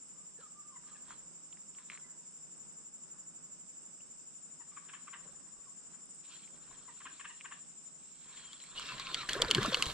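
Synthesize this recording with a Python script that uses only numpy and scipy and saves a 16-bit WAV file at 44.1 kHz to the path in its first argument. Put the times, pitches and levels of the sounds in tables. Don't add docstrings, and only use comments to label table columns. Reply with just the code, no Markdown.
import sys
import numpy as np
from scipy import signal
from scipy.fft import rfft, irfft, next_fast_len
from scipy.io import wavfile

SR = 44100
rng = np.random.default_rng(int(sys.argv[2]) if len(sys.argv) > 2 else 0)


def dump_mix(stems):
    frames = np.atleast_2d(stems).T
    limited = np.clip(frames, -1, 1)
    pcm = np.round(limited * 32767).astype(np.int16)
    wavfile.write(sys.argv[1], SR, pcm)


def voltage_ratio(decibels):
    exponent = np.asarray(decibels, float) / 20
    return 10 ** exponent


N = 437913


def rms_one(x):
    return x / np.sqrt(np.mean(x ** 2) + 1e-20)


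def in_time(rows, quiet=None):
    s, *columns = np.transpose(rows)
    return [np.interp(np.arange(N) / SR, s, column, quiet, quiet) for column in columns]


def at_hz(points, hz):
    point_hz, value = np.transpose(points)
    return np.interp(np.log(hz + 1), np.log(point_hz + 1), value)


def drift(rate, size=N):
    knots_per_s = 400
    knots = rng.standard_normal(int(N / SR * knots_per_s) + 402)
    r = np.exp(-2 * np.pi * rate / knots_per_s)
    slow = rms_one(signal.lfilter([1], [1, -2 * r, r * r], knots)[400:])
    return np.interp(np.arange(size) * knots_per_s / SR, np.arange(len(slow)), slow)


def resonate(x, hz, width):
    r = np.exp(-np.pi * width / SR)
    feedback = [1, -2 * r * np.cos(2 * np.pi * hz / SR), r * r]
    return signal.lfilter(np.array([1, 0, -1]) * (1 - r * r) / 2, feedback, x)


def narrow(x, hz, width):
    ring = resonate(resonate(x, hz, width), hz, width)
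    return ring / np.abs(ring).max(axis=-1, keepdims=True)


def body(x, modes):
    return sum(voltage_ratio(db) * (-1) ** k * resonate(x, hz, width) for k, (hz, width, db) in enumerate(modes))


def place(x, lean_db, count=2):
    return np.array([np.roll(x, count) * voltage_ratio(lean_db / 2), x * voltage_ratio(-lean_db / 2)])


def add(out, s, sound):
    at = round(s * SR)
    out[..., at:at + sound.shape[-1]] += sound[..., :N - at]


def glide(rows, waver):
    s, hz, db = np.transpose(rows)
    t = np.arange(int((s[-1] - s[0]) * SR)) / SR + s[0]
    swell, bend = drift(21, size=len(t)), drift(35.8, size=len(t))
    phase = 2 * np.pi * np.cumsum(np.interp(t, s, hz) * (1 + waver * bend)) / SR
    out = np.zeros(N)
    add(out, s[0], voltage_ratio(np.interp(t, s, db) + 3.0 + 4.1 * swell) * np.sin(phase))
    return out


# [f/Hz, left-right level/dB]
AIR_LEAN = [(60, -0.5), (110, -7), (200, -3), (380, -7.5), (700, -3.5), (1290, -1.5), (2380, 3.5),
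            (4400, 4), (8120, -0.5), (15000, -14.5)]
# [f/Hz, likeness 0-1]
AIR_LIKENESS = [(60, 0.27), (200, 0.2), (1200, 0.23), (3000, 1), (5000, 0.15), (8300, 0.024)]
# [f/Hz, lead/rad]
AIR_LEAD = [(100, -2.3), (3000, 1.2), (5400, 15), (8300, -3.5)]


def diffuse(spectrum):
    size = next_fast_len(N)
    hz = np.arange(size // 2 + 1) * SR / size
    one, other = rfft(rng.standard_normal((2, size))) * voltage_ratio(at_hz(spectrum, hz))
    alike = np.clip(at_hz(AIR_LIKENESS, hz), 0, 1)
    lean = voltage_ratio(at_hz(AIR_LEAN, hz) / 2)
    shared = alike * one * np.exp(1j * at_hz(AIR_LEAD, hz))
    left = (shared + np.sqrt(1 - alike ** 2) * other) * lean
    pair = irfft([left, one / lean], size)[:, :N]
    return pair / pair.mean(axis=0).std()


# [f/Hz, level/dB per Hz]
AIR = [(15, -43), (25, -14), (50, -12), (106, -20), (161, 1), (250, -6), (390, -12), (780, -17),
       (1130, -15), (1400, -16), (1900, -24.5), (3000, -33), (4300, -41), (5500, -45), (9000, -120)]
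# [f/Hz, level/dB per Hz]
CHORUS = [(1500, -34.5), (3200, -25), (4250, -33.5), (4750, -25), (5100, -19), (5400, -16), (5900, -22),
          (6500, -16.5), (7000, -13), (7250, -2), (7450, -4.5), (7650, -3), (7950, -11), (8250, -8),
          (8500, -12.5), (8940, -39), (9040, -73), (14000, -74), (14500, -51.5), (15400, -42)]
CHORUS_DB = -59.5


def surroundings():
    air = voltage_ratio(-68.5 + 1.0 * drift(2)) * diffuse(AIR)
    return air + voltage_ratio(CHORUS_DB + 0.73 * drift(13.0)) * diffuse(CHORUS)


# [wing f/Hz, waver/Hz, throbs per s, depth 0-1, level/dB, left-right level/dB]
SINGERS = [
    (7147, 10.1, 12.0, 1, 2.5, 0.1),
    (7700, 12, 12.7, 0.9, -4, -7.5),
]
# [lead at the start/throbs, slip/throbs per s]
TIMING = [(.76, -.027), (.36, .005)]
# [t/s, level/dB, left-right level/dB]
CRICKET = [(0, -59.5, 3.5), (.8, -58.5, 0.5), (1.6, -57.5, -1.5), (2.8, -57, 5.5), (3.3, -56, 0.5),
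           (4.1, -58.5, 0), (4.5, -61.5, 14.5), (5.1, -65, 20), (5.5, -62.5, 11), (6.0, -65, 18.5),
           (6.6, -67.5, 18.5), (7.2, -62, 9), (7.9, -63, 16), (8.15, -62.5, -8), (8.4, -61, 10.5),
           (9.1, -66, 3), (9.9, -70, 7)]


def crickets():
    level_db, lean_db = in_time(CRICKET)
    sharpness = [1.15, 2.3]
    linger = np.exp(-1 / (0.0029 * SR))
    out, t = np.zeros((2, N)), np.arange(N) / SR
    for k, (hz, waver, per_s, depth, db, side_db) in enumerate(SINGERS):
        lead, slip = TIMING[k]
        beat = np.cos(2 * np.pi * ((per_s + slip) * t + lead + 0.038 * drift(0.82)))
        stroke = signal.lfilter([1 - linger], [1, -linger], np.exp(sharpness[k] * (beat - 1)))
        throb = (1 - depth + depth * stroke) * voltage_ratio(0.93 * drift(29))
        tone = np.sin(2 * np.pi * np.cumsum(hz + waver * drift(30.1)) / SR)
        scatter = rms_one(narrow(rng.standard_normal((2, N)), hz, 1.4 * waver))
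        song = rms_one((place(tone, 0) + 0.098 * scatter) * throb)
        turn_db, gain_db = (lean_db, level_db + 0.5) if k == 0 else (side_db, CHORUS_DB)
        out = out + song * voltage_ratio(gain_db + db + np.outer([.5, -.5], turn_db))
    return out


# [t/s, lead/beats]
PAIR_LEAD = [(0, .25), (1.2, .15), (2, .25), (3.4, .41), (4.5, .3), (5.2, .18), (6, .23), (7, .16),
             (7.5, -.05), (8, -.25), (9.93, -.3)]


def katydid():
    pairs_per_s, half_gap, stroke_width = 19.3, .115, .035
    lead, = in_time(PAIR_LEAD)
    beat = (pairs_per_s * np.arange(N) / SR + lead + .5) % 1 - .5
    strokes = np.exp(-.5 * ((np.abs(beat) - half_gap) / stroke_width) ** 2)
    strokes = strokes * voltage_ratio(2.0 * drift(2) + 2.0 * drift(30))
    rasp = rms_one(narrow(rng.standard_normal(N) * strokes, 8300, 650))
    return voltage_ratio(-69.5) * place(rasp, -8)


# [t/s, length/s, first f/Hz, last f/Hz, rms level/dB]
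WHISTLES = [(.13, 0.12, 1204, 1185, -76.5), (.365, 0.082, 1850, 1380, -68), (.41, 0.063, 1400, 1187, -62.5),
            (.545, 0.084, 1173, 1210, -60.5), (.6, 0.065, 1217, 1206, -75), (.655, 0.081, 1210, 1216, -63),
            (.715, 0.065, 1135, 950, -66), (.84, 0.076, 1210, 1185, -68), (.91, 0.06, 1260, 1160, -67),
            (1.98, 0.32, 1000, 963, -79), (5.53, 0.079, 1207, 1142, -66), (7.25, 0.18, 2930, 2800, -73),
            (5.46, .04, 1020, 1010, -71.5), (5.66, 0.033, 1173, 996, -67.5), (2.0, 0.14, 2020, 1990, -78)]


def whistles():
    swell_s, waver_hz = 0.041, 19
    fade_db = 8 * np.array([0.94, 0.028, 0.33, 0.73])
    out = np.zeros(N)
    for s, length, first_hz, last_hz, db in WHISTLES:
        swell = min(swell_s / length, .45)
        shares = np.array([0, swell, 1 - swell, 1])
        hz = first_hz + (last_hz - first_hz) * shares
        out += glide(np.transpose([s + length * shares, hz, db - fade_db]), waver=waver_hz / first_hz)
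    return out


# [t/s, peak level/dB, voice f/Hz, brightness/dB]
NOTES = [(0.758, -52, 990, -6), (0.948, -55, 877, 4), (1.119, -55.5, 950, -18), (4.603, -54, 940, -6),
         (4.717, -57.5, 1143, 5), (4.771, -63, 894, -2), (6.884, -47.5, 970, -6), (7.055, -48, 995, -9),
         (7.097, -58, 1596, -7), (7.298, -48, 965, 5)]
# [t/s, peak level/dB, brightness/dB]
CHUCKS = [(4.769, -41, -1.5), (4.888, -44, 7), (4.937, -39.5, 5.5), (5.075, -39.5, 1.5), (5.133, -39.5, 3),
          (5.149, -48, -5), (7.007, -45, 1), (7.059, -38.5, 4), (7.199, -41.5, 5), (7.247, -38, 4.5),
          (7.449, -39.5, 1.5), (7.516, -38.5, 0.5), (7.529, -51, 18), (7.575, -64, 19)]
# [f/Hz, width/Hz, level/dB]
THROAT = [(1160, 95, 5.5), (1596, 226, 3), (1795, 410, -1.5), (2410, 960, -4.5), (3120, 1430, -10.5)]


def chucks():
    # t/s, level/dB, length/s, voice f/Hz, fall, pitch spread, roughness/dB, brightness/dB
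    calls = [(s, db, .03, hz, .22, 0, 1.5, bright - 3.0) for s, db, hz, bright in NOTES]
    calls += [(s, db, .02576, 950, .383, .1, 8.0, bright) for s, db, bright in CHUCKS]
    closed_beak = signal.butter(4, 3400, fs=SR, output="sos")
    out, t = np.zeros(N), np.arange(int(.07 * SR)) / SR
    for s, db, length, hz, fall, spread, rough_db, bright_db in calls:
        luck, hoarse = rng.standard_normal(80), rng.standard_normal(len(t))
        pitch = hz * (1 + spread * luck[-1]) * (1 + fall * (.5 - t / length)).clip(.5)
        cycle = np.cumsum(pitch) / SR
        at = np.flatnonzero(np.diff(cycle.astype(int), prepend=0))[:80]
        breath = np.sin(np.pi * np.clip(t / length, 0, 1))
        pulses = np.zeros(len(t))
        pulses[at] = voltage_ratio(rough_db * luck[:len(at)].clip(-2.5, 1.2)) * breath[at]
        pulses += 0.45 * rough_db / 10 * hoarse * breath * voltage_ratio(-12.5)
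        throat = [(f, w, g + bright_db * np.log2(f / 1100)) for f, w, g in THROAT]
        call = signal.sosfilt(closed_beak, body(pulses, throat))
        add(out, s - .0065, voltage_ratio(db) * call / np.abs(call).max())
    return out


def woods(x, t60):
    t = np.arange(int(.4 * SR)) / SR
    dull = signal.lfilter([.4], [1, -.6], rng.standard_normal((2, len(t))))
    tail = dull * voltage_ratio(-60 * t / t60) * (t > .004)
    tail = tail / np.sqrt((tail ** 2).sum(axis=1, keepdims=True))
    return signal.fftconvolve(x[None], tail, axes=1)[:, :N]


# [peak t/s, length/s, level/dB, brightness/dB, weight/dB]
STIR = [(0.411, 0.08, -67.5, -1, -7), (0.896, 0.19, -67, -4, -10), (1.102, 0.095, -58, -2.5, -12),
        (1.788, 0.087, -63, -5, -29), (1.921, 0.092, -56.5, -3.5, -13.5), (2.085, 0.21, -73, -23, -12),
        (3.158, 0.13, -71, -34, -26), (4.95, 1, -67.5, -7, -13), (5.256, 0.37, -67, -9.5, -4),
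        (5.596, 0.51, -80, -26, 2), (5.935, 0.076, -69, -3, -19), (6.324, 0.23, -66, 4.5, -26),
        (6.326, 0.11, -81, 25, 2), (6.545, 0.12, -69.5, -2, 3), (6.716, 0.51, -67, -1, -4.5),
        (7.07, 1, -74, 8, -0.5)]
# [t/s, level/dB, brightness/dB]
LIFT = [(8.0, -89, 13), (8.18, -83.5, 14.5), (8.27, -64.5, -1), (8.379, -61.5, 4), (8.5, -65.5, 2),
        (8.62, -70.5, 10.5), (8.743, -62.5, -1)]
CRANK = [(8.745, -61, 2), (8.763, -52.5, 4.5), (8.85, -54.5, 8.5), (8.95, -53, 5), (9.05, -54.5, 5.5),
         (9.12, -51.5, 4.5), (9.21, -50.5, 7.5), (9.255, -52.5, 2.5), (9.28, -57.5, 3)]
FIGHT = [(9.28, -64, -1), (9.292, -47, 4.5), (9.34, -48.5, 4), (9.42, -43, -9.5), (9.475, -46.5, -2.5),
         (9.66, -41, -1.5), (9.71, -46, -1), (9.871, -46.5, 3), (9.93, -51, 5.5)]
# [thump against rasp/dB, hiss against whir/dB]
GRIP = [
    (-10, -43),
    (-5.5, -24),
    (-3.5, -14.5),
]


def effort():
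    levels = np.full((4, N), -140.)
    for rows, (thump_db, hiss_db) in zip([LIFT, CRANK, FIGHT], GRIP):
        db, bright = in_time(rows, quiet=-140)
        levels = np.maximum(levels, [db + thump_db, db, db + bright, db + bright + hiss_db])
    for s, length, db, bright, weight in STIR:
        rise, fall = 0.32 * length, 0.68 * length
        t = np.arange(int(2 * length * SR)) / SR - 2 * rise
        at = round((s - 2 * rise) * SR)
        tops = db + np.array([weight, 0, bright, 2 * bright - 44.5])
        brush = tops[:, None] - 10.5 * np.maximum(-t / rise, t / fall)
        levels[:, at:at + len(t)] = np.maximum(levels[:, at:at + len(t)], brush)
    return levels


def grit(per_s, spread_db, smooth, apart=0.84):
    happens = rng.random(N) < per_s * voltage_ratio(4 * drift(15)) / SR
    slips = happens * voltage_ratio(spread_db * rng.exponential(1, N).clip(0, 5))
    shared = rms_one(slips * rng.choice([-1, 1], N)) + smooth * rng.standard_normal(N)
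    return place(shared, 0) + apart * rng.standard_normal((2, N))


def streaky(x, modes):
    return rms_one(body(x, [(hz, width, db + 2.1 * drift(16)) for hz, width, db in modes]))


# [f/Hz, level/dB per Hz]
THUMP = [(12, -28.5), (20, 3.5), (48, 1), (92, -19.5), (129, 4.5), (182, -4), (418, -4), (800, -9),
         (1040, -42), (1760, -120)]
# [f/Hz, width/Hz, level/dB]
RASP = [(1024, 130, -1.5), (1320, 490, -3), (1750, 510, -4.5)]
# [f/Hz, width/Hz, level/dB]
WHIR = [(2300, 360, -5.5), (2810, 280, -3), (3270, 210, -1), (3664, 150, -1), (4000, 200, -1),
        (4400, 270, -3.5), (5230, 900, -12.5), (6400, 1900, -21.5)]


def handling():
    thump_db, rasp_db, whir_db, hiss_db = effort()
    size = next_fast_len(N)
    weight = voltage_ratio(at_hz(THUMP, np.arange(size // 2 + 1) * SR / size))
    low = irfft(rfft(grit(300, 3.8, 2.0, apart=0.82), size) * weight, size)[:, :N]
    treble = signal.butter(2, [4000, 10000], "band", fs=SR, output="sos")
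    fine = signal.sosfilt(treble, grit(2000, 1.5, 1.0))
    thump = voltage_ratio(thump_db + 2.0 * drift(36)) * rms_one(low) * voltage_ratio([[-1.5], [1.5]])
    rasp = voltage_ratio(rasp_db + 1.1 * drift(23)) * streaky(grit(900, 3.9, 1.0, apart=0.81), RASP)
    whir = voltage_ratio(whir_db + 2.0 * drift(43)) * streaky(grit(2500, 2.2, 0.85), WHIR)
    hiss = voltage_ratio(hiss_db + 4.5 + 2.6 * drift(22)) * rms_one(fine) * voltage_ratio([[-3], [3]])
    return thump + rasp + whir + hiss


# [t/s, peak level/dB, f/Hz]
SPLASH = [(0.388, -54, 427), (5.212, -67, 493), (5.25, -62, 630), (5.29, -62.5, 526), (5.33, -66, 656),
          (5.37, -65, 440), (7.06, -58, 273), (7.13, -61, 306), (7.816, -66, 298), (9.352, -36.5, 512),
          (9.363, -34.5, 372), (9.4, -32, 497), (9.419, -32, 664), (9.56, -35, 214), (9.581, -33, 376),
          (9.609, -39, 188), (9.682, -31.5, 250), (9.724, -34, 519), (9.77, -39, 472), (9.79, -46, 387),
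          (9.65, -37.5, 582), (9.69, -39.5, 415), (9.46, -43, 80), (9.866, -37, 70.4), (9.899, -45, 55)]
# [t/s, peak level/dB, f/Hz]
SLAPS = [(4.005, -57.5, 2660), (9.341, -35.5, 1420), (9.352, -35, 1680), (9.38, -37, 1140),
         (9.582, -27, 1600), (9.614, -36, 1080), (9.648, -26, 1050), (9.656, -32, 1284), (9.797, -39, 1100),
         (9.806, -35, 1150), (9.815, -51, 1080), (9.734, -40, 1010), (9.439, -35, 960)]
# [t/s, f/Hz, rms level/dB]
GURGLE = [(9.475, 591, -47), (9.5, 441, -37), (9.515, 377, -36), (9.53, 297, -35), (9.56, 188.5, -50),
          (9.585, 139.3, -44.5), (9.63, 228, -47), (9.67, 325, -52), (9.7, 332, -57)]
# [t/s, f/Hz, rms level/dB]
REFILL = [(9.55, 200, -56), (9.585, 374, -43), (9.62, 529, -52), (9.66, 613, -51)]


def splash():
    out = (glide(GURGLE, waver=0.09) + glide(REFILL, waver=0.079)) * voltage_ratio(5.1 * drift(62))
    t = np.arange(int(.1 * SR)) / SR
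    for drops, t60 in [(SPLASH, 0.08), (SLAPS, 0.035)]:
        for s, db, hz in drops:
            slide = rng.normal(0, 5.0)
            swell = (1 - np.exp(-t / 0.00061)) * voltage_ratio(-60 * t / t60)
            ring = np.sin(2 * np.pi * hz * (t + slide * t * t))
            add(out, s, voltage_ratio(db) * swell / swell.max() * ring)
    return out


# [t/s, f/Hz, rms level/dB]
SPOOL = [(8.75, 1050, -69), (8.8, 1060, -78), (8.86, 1060, -74), (8.92, 1050, -54), (9.0, 1065, -61.5),
         (9.11, 1050, -53.5), (9.14, 1060, -57)]
# [t/s, f/Hz, rms level/dB]
LOADED = [(9.145, 1550, -68), (9.17, 1400, -48), (9.21, 1220, -50.5), (9.26, 1130, -57)]
# [t/s, f/Hz, rms level/dB]
GEAR = [(8.755, 2845, -74), (8.78, 2860, -47), (8.84, 2770, -69), (8.9, 2660, -46), (8.95, 2580, -70)]
# [t/s, f/Hz, rms level/dB]
LINE = [(8.38, 3270, -74), (8.48, 3310, -62), (8.6, 3360, -72), (8.72, 3400, -67), (8.76, 3400, -74)]


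def spool():
    turning = glide(SPOOL, waver=0.0286) + glide(LOADED, waver=0.043)
    return turning + glide(GEAR, waver=0.021) + glide(LINE, waver=0.0298)


# [t/s, peak level/dB, ring f/Hz]
TICKS = [(0.8375, -50, 1210), (1.107, -36, 1250), (1.123, -42, 1200), (1.5268, -41, 3080),
         (1.572, -46, 1820), (1.749, -46.5, 2900), (1.785, -44, 1800), (1.8998, -27.5, 2130),
         (1.918, -37, 2300), (1.933, -38, 2060), (1.9509, -41, 1990), (1.9752, -37, 1940),
         (6.4765, -46, 2200), (7.4043, -45, 2410), (7.4092, -48, 1220), (7.41, -33, 2330)]
# [t/s, peak level/dB, ring f/Hz, top level/dB]
CLACKS = [(8.531, -35.5, 3400, -13), (8.6018, -41, 3040, -21), (8.638, -46.5, 1990, -3),
          (8.69, -52, 4170, -6), (8.761, -45, 2850, -7), (8.796, -31.5, 1220, -8.5),
          (8.8585, -32.5, 3630, -25), (8.889, -37, 2820, -21), (8.921, -38, 1150, -15),
          (8.981, -35, 3060, -28), (8.739, -46, 3460, -20), (8.998, -31.5, 1090, -26),
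          (8.997, -27, 3840, -16.5), (9.069, -29, 2640, -31), (9.115, -42, 1040, -26),
          (9.236, -46, 4300, -15), (9.1443, -16, 3300, -19.5), (9.2893, -21.5, 1700, -20),
          (9.293, -19, 3010, -14.5), (9.332, -20, 3380, -10), (9.4166, -24, 3750, -10),
          (9.4192, -10, 3340, -15.5), (9.421, -29.5, 1110, -33), (9.447, -24, 1480, -26),
          (9.481, -33, 3180, -24), (9.484, -29.5, 3900, -25), (9.504, -24.5, 3100, -12),
          (9.511, -8.5, 3040, -16.5), (9.548, -9.5, 3100, -17.5), (9.571, -29, 1630, -26),
          (9.63, -24.5, 1290, -12), (9.66, -25, 1330, -10), (9.7284, -25, 3180, -31),
          (9.732, -25, 3500, -28), (9.741, -28, 3200, -18), (9.625, -31, 3300, -28),
          (9.7447, -11, 2990, -21.5), (9.744, -22.5, 1440, -27), (9.7702, -29, 1510, -13),
          (9.8236, -12, 2850, -14), (9.8565, -27, 2880, -12), (9.864, -24.5, 3630, -15),
          (9.772, -29, 4000, -20), (9.581, -25.5, 3120, -25), (9.63, -24, 3170, -22), (9.9, -33, 3120, -22)]


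def ticks_and_clacks():
    # t/s, level/dB, ring f/Hz, top/dB, length/s, ring width/Hz, share of metal frame
    hits = [(s, db, hz, -40, .0005, 1100, .03) for s, db, hz in TICKS]
    hits += [(*row, .0024, 950, .6) for row in CLACKS]
    out, t = np.zeros((2, N)), np.arange(int(.03 * SR)) / SR
    for s, db, hz, top_db, length, width, frame in hits:
        noise = rng.standard_normal((3, len(t)))
        rattle = noise * np.exp(-(t / length) ** 2) * (1 - np.exp(-t / 0.00034))
        blow = rattle[0] + np.cos(2 * np.pi * hz * t) * np.exp(-(t / (0.57 * length)) ** 4)
        snap = 0.71 * rattle[0] + (t == 0) * 4.2
        main = narrow(blow, hz, width) + frame * narrow(snap, 4370, 1100)
        main += 0.13 * narrow(rattle[0], 1120, 460) + 0.33 * frame * narrow(rattle[0], 2160, 420)
        edge = voltage_ratio(top_db + 8.0) * narrow(rattle[0] + rattle[1:], 7030, 2850) * voltage_ratio([[-3], [3]])
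        add(out, s, voltage_ratio(db - 4.0) * (place(main, 1.3, count=1) + edge))
    return out


def scene():
    far, bird, near = whistles(), chucks(), ticks_and_clacks()
    thinned = signal.lfilter([1, -.9], [1, -.6], bird + far)
    echoes = voltage_ratio(-5.0) * woods(thinned, t60=0.36) + voltage_ratio(-13.5) * woods(near.mean(axis=0), t60=0.017)
    background = surroundings() + crickets() + katydid()
    birds = place(far, -1.5) + place(bird, 3.5)
    angler = handling() + place(splash(), 1.0) + place(spool(), 0.4) + near
    return background + birds + echoes + angler


def low_pass(x):
    return signal.sosfilt(signal.butter(12, 16480, fs=SR, output="sos"), x)


def record(dry):
    dull = signal.sosfilt(signal.cheby2(10, 60, 16300, fs=SR, output="sos"), dry)
    return low_pass(dull)


dry = scene()
out = record(dry)
dump_mix(out)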